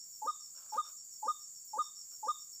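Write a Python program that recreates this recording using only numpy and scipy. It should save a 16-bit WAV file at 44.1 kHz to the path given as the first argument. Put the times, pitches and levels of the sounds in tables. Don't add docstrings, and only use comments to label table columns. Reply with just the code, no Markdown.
import sys
import numpy as np
from scipy import signal
from scipy.fft import rfft, irfft, next_fast_len
from scipy.io import wavfile
from scipy.ndimage import uniform_filter1d, map_coordinates

SR = 44100
rng = np.random.default_rng(int(sys.argv[2]) if len(sys.argv) > 2 else 0)


def generate_wav(signal):
    frames = np.transpose(np.atleast_2d(signal))
    scaled = np.clip(frames, -1, 1) * 32767
    pcm = np.round(scaled).astype(np.int16)
    wavfile.write(sys.argv[1], SR, pcm)


N = 114660


def amp(db):
    return 10 ** (np.asarray(db) / 20)


def unit(x):
    return x / np.sqrt(np.mean(x ** 2) + 1e-20)


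def along(points, hz):
    f, v = np.transpose(points)
    return np.interp(np.log(hz + 1), np.log(f + 1), v)


def filtered(x, response):
    m = next_fast_len(len(x) + 8192)
    return irfft(rfft(x, m) * response(np.fft.rfftfreq(m, 1 / SR)), m)[:len(x)]


def coloured(x, spectrum):
    return filtered(x, lambda hz: amp(along(spectrum, hz)))


def noise(spectrum, size):
    return unit(coloured(rng.standard_normal(size), spectrum))


def wobble(rate, size):
    return map_coordinates(rng.standard_normal(4096), [np.arange(size) * rate / SR + 2], mode='wrap')


def gate(t, start, attack, release, end):
    ease = lambda u: np.sin(np.pi / 2 * np.clip(u, 0, 1)) ** 2
    return ease((t - start) / attack) * ease((end - t) / release)


def add(track, start, x):
    i = round(start * SR)
    x = x[max(-i, 0):max(len(track) - i, 0)]
    track[max(i, 0):][:len(x)] += x


# (f/Hz, level/dB)
AIR_SPECTRUM = [(25, -16), (45, -9.5), (75, 1), (130, 2), (250, -2.5), (500, -9), (1000, -8), (2000, -12.5),
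                (4000, -14.5), (10000, -21.5)]
def air():
    return amp(-80 + .8 * wobble(8, N)) * noise(AIR_SPECTRUM, N)


# (f/Hz, level/dB)
DRONE_SPECTRUM = [(5800, -42), (6250, -26), (6490, -9), (6700, -1), (7100, 2), (7500, -0.5), (7850, -5),
                  (8100, -11.5), (8500, -18), (8900, -21.5), (9400, -30), (10000, -37.5), (10600, -24),
                  (11000, -18.5), (11600, -26), (12300, -33), (13500, -25.5), (16000, -52)]
FAR_SPECTRUM = [(3900, -35), (4250, -13), (4550, 1.5), (4750, 0), (5000, -8.5), (5350, -4.5), (5750, 6.5),
                (6050, -2), (6400, -22.5)]
SIZZLE_SPECTRUM = [(12000, -34.5), (13000, -18.5), (13700, -9), (14200, 3), (14600, -1.5), (15100, -1),
                   (15500, -7.5)]
# (t/s, relative level/dB)
SIZZLE_SWELLS = [(0.0, -70.5), (0.06, -65), (0.17, -61), (0.3, -69), (0.78, -64), (0.82, -73.5),
                 (0.93, -59.5), (1.03, -76.5), (1.05, -62.5), (1.09, -72), (1.14, -61), (1.17, -66.5),
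                 (1.22, -59.5), (1.24, -68), (1.43, -64), (1.45, -71.5), (1.61, -63), (1.64, -73.5),
                 (1.65, -61.5), (1.8, -69), (2.03, -67.5), (2.2, -59.5), (2.24, -68.5), (2.45, -61.5),
                 (2.48, -69), (2.56, -62), (2.58, -74), (2.6, -65)]
def insects(sway_db=.5, flutter_db=.77):
    drone = amp(-51.5 + sway_db * wobble(14, N) + flutter_db * wobble(160, N)) * noise(DRONE_SPECTRUM, N)
    far = amp(-67.5 + .81 * wobble(11, N)) * noise(FAR_SPECTRUM, N)
    swell_db = 3 + np.interp(np.arange(N) / SR, *np.transpose(SIZZLE_SWELLS))
    sizzle = amp(swell_db + 1.1 * wobble(26, N)) * noise(SIZZLE_SPECTRUM, N)
    return drone + far + sizzle


# (onset t/s, duration/s, relative level/dB)
CRICKET_CHIRPS = [(-.012, .058, -53), (0.123, .048, -53), (0.244, .07, -53.5), (0.395, .07, -53),
                  (.548, .048, -53), (0.691, .06, -52.5), (0.824, .07, -54), (.97, .048, -53.5),
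                  (1.11, .06, -54), (1.246, .07, -53), (1.393, .07, -55), (1.545, .048, -55),
                  (1.674, .048, -53), (1.814, .06, -52), (1.951, .07, -51.5), (2.098, .07, -54),
                  (2.243, .07, -52.5), (2.388, .048, -52.5), (2.521, .048, -52.5)]
def cricket(carrier_hz=5509, fall_hz=390, stroke_s=.011, period_s=.012, echo_db=-5):
    out, t = np.zeros(N), np.arange(SR // 3) / SR
    progress = np.clip(t / stroke_s, 0, 1)
    for start, length, db in CRICKET_CHIRPS:
        chirp = np.zeros(len(t))
        deviations = rng.standard_normal((8, 3))[:round(length / period_s)] * (40, .5, .0007)
        for k, (off_hz, off_db, off_s) in enumerate(deviations):
            hz = carrier_hz + off_hz + fall_hz * (.5 - progress)
            stroke = np.sqrt(2) * np.sin(np.pi * progress) * np.sin(2 * np.pi * np.cumsum(hz) / SR)
            add(chirp, k * period_s + off_s, amp(off_db - 4 * (k == 0)) * stroke)
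        add(out, start, amp(db + 1.5) * (chirp + amp(echo_db) * trunk_echo(chirp, build_s=.01)))
    return out


# (f/Hz, T60/s)
TRUNK_T60 = [(300, .2), (850, .22), (1200, 0.34), (3700, 0.29), (8000, 0.17)]
def trunk_echo(x, build_s, bend=1.11):
    hz, t, bands = signal.stft(rng.standard_normal(SR // 2), SR, nperseg=256)
    decay = amp(-60 * (t / along(TRUNK_T60, hz)[:, None]) ** bend)
    build = 1 - np.exp(-t / build_s)
    tail = signal.istft(bands * decay * build, SR, nperseg=256)[1]
    return unit(signal.fftconvolve(x, tail)[:len(x)]) * np.std(x)


# (t/s from onset, f/Hz)
CALL_PITCH = [(0, 890), (.008, 853), (.028, 850), (.041, 900), (.047, 1015), (.055, 1135), (.061, 1205),
              (.067, 1248), (.081, 1207), (.1, 1216)]
BREAK_LEVELS = [-15.5, -17, -31]
# (f/Hz, level/dB)
RASP_SPECTRUM = [(150, -34), (300, -17), (450, 1), (680, -2.5), (960, 6.5), (1150, -2), (1400, -22),
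                 (1900, -39)]
GRUNT_SPECTRUM = [(120, -32.5), (200, -11), (278, 6), (350, -8.5), (480, -22.5), (900, -54)]
def voice(t, length, third_db, jitter=.0067, shimmer_db=1, waver_db=.88, roughness=.55):
    hz = np.interp(t, *np.transpose(CALL_PITCH)) * (1 + jitter * wobble(250, len(t)))
    phase = 2 * np.pi * np.cumsum(uniform_filter1d(hz, size=160)) / SR
    partial = lambda order, db: np.sqrt(2) * amp(db) * np.sin(order * phase)
    high = gate(t, .05, .013, .023, length) * partial(1, 0) * amp(waver_db * wobble(130, len(t)))
    flutter = 1 + roughness * wobble(420, len(t))
    third = gate(t, .055, .011, .023, length) * partial(3, third_db) * flutter
    low = gate(t, -.002, .01, .007, .047) * partial(1, -7.5) * amp(shimmer_db * wobble(250, len(t)))
    doubled = sum(partial(order, db) for order, db in zip((.5, 1, 1.5), BREAK_LEVELS))
    crack = gate(t, .0395, .009, .012, .0646) * doubled
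    rasp = amp(-32) * gate(t, -.0027, .0047, .03, length) * noise(RASP_SPECTRUM, len(t))
    grunt = amp(-32) * gate(t, .01, .041, .078, .095) * noise(GRUNT_SPECTRUM, len(t))
    return low + crack + rasp + grunt, high, third


# (onset t/s, source level/dB, duration/s, relative third-harmonic level/dB)
WATERHEN_CALLS = [(0.218, -31, .1, -27.5), (0.722, -30.5, 0.099, -26), (1.2255, -29.5, 0.1, -27),
                  (1.732, -30.5, 0.1, -26.5), (2.2278, -30.5, .099, -22.5)]
# (f/Hz, level/dB)
THROAT_RESPONSE = [(530, 2.5), (580, -5.5), (660, -13), (760, 0), (820, -1.5), (1620, 1), (1740, -23.5),
                   (3250, -17), (3450, -5), (3700, -1), (3790, 0), (3950, -15.5)]
TRUNK_RESPONSE = [(300, -32.5), (850, -30.5), (1130, -15.5), (1180, -24), (1230, -26), (1600, -15.5),
                  (3000, 2), (3700, 3), (5500, 5.5)]
def waterhen(lead_s=.02):
    out, t = np.zeros(N), np.arange(SR // 2) / SR - lead_s
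    for start, db, length, third_db in WATERHEN_CALLS:
        for part in voice(t, length, third_db):
            direct = coloured(part, THROAT_RESPONSE)
            scattered = coloured(trunk_echo(direct, build_s=.03), TRUNK_RESPONSE)
            add(out, start - lead_s, amp(db) * (direct + scattered))
    return out


# (onset t/s, duration/s, level/dB)
GRASS_RUSTLES = [(0.528, 0.17, -67.5), (0.596, 0.22, -71.5), (0.721, 0.1, -59.5), (0.833, 0.12, -64),
                 (2.103, 0.068, -73.5)]
# (f/Hz, level/dB)
GRASS_SPECTRUM = [(200, -23), (450, -12.5), (600, 1.5), (780, -6), (1000, -2), (1250, 4), (1550, 2.5),
                  (1950, -19.5), (2450, -8.5), (2750, -13), (3500, -12), (6000, -11.5), (12000, -18.5)]
def grass(grain_db=3, ripple_db=3):
    out, t = np.zeros(N), np.arange(SR // 4) / SR
    for start, length, db in GRASS_RUSTLES:
        leaves = filtered(noise(GRASS_SPECTRUM, len(t)), lambda hz: amp(ripple_db * wobble(600, len(hz))))
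        grains = unit(leaves * amp(grain_db * wobble(220, len(t))))
        add(out, start, amp(db) * gate(t, 0, .24 * length, .5 * length, length) * grains)
    return out


def scene():
    return (air() + waterhen() + cricket() + insects() + grass())[None]


def record(dry):
    return np.array([filtered(channel, lambda hz: hz < 15550) for channel in dry])


dry = scene()
out = record(dry)
generate_wav(out)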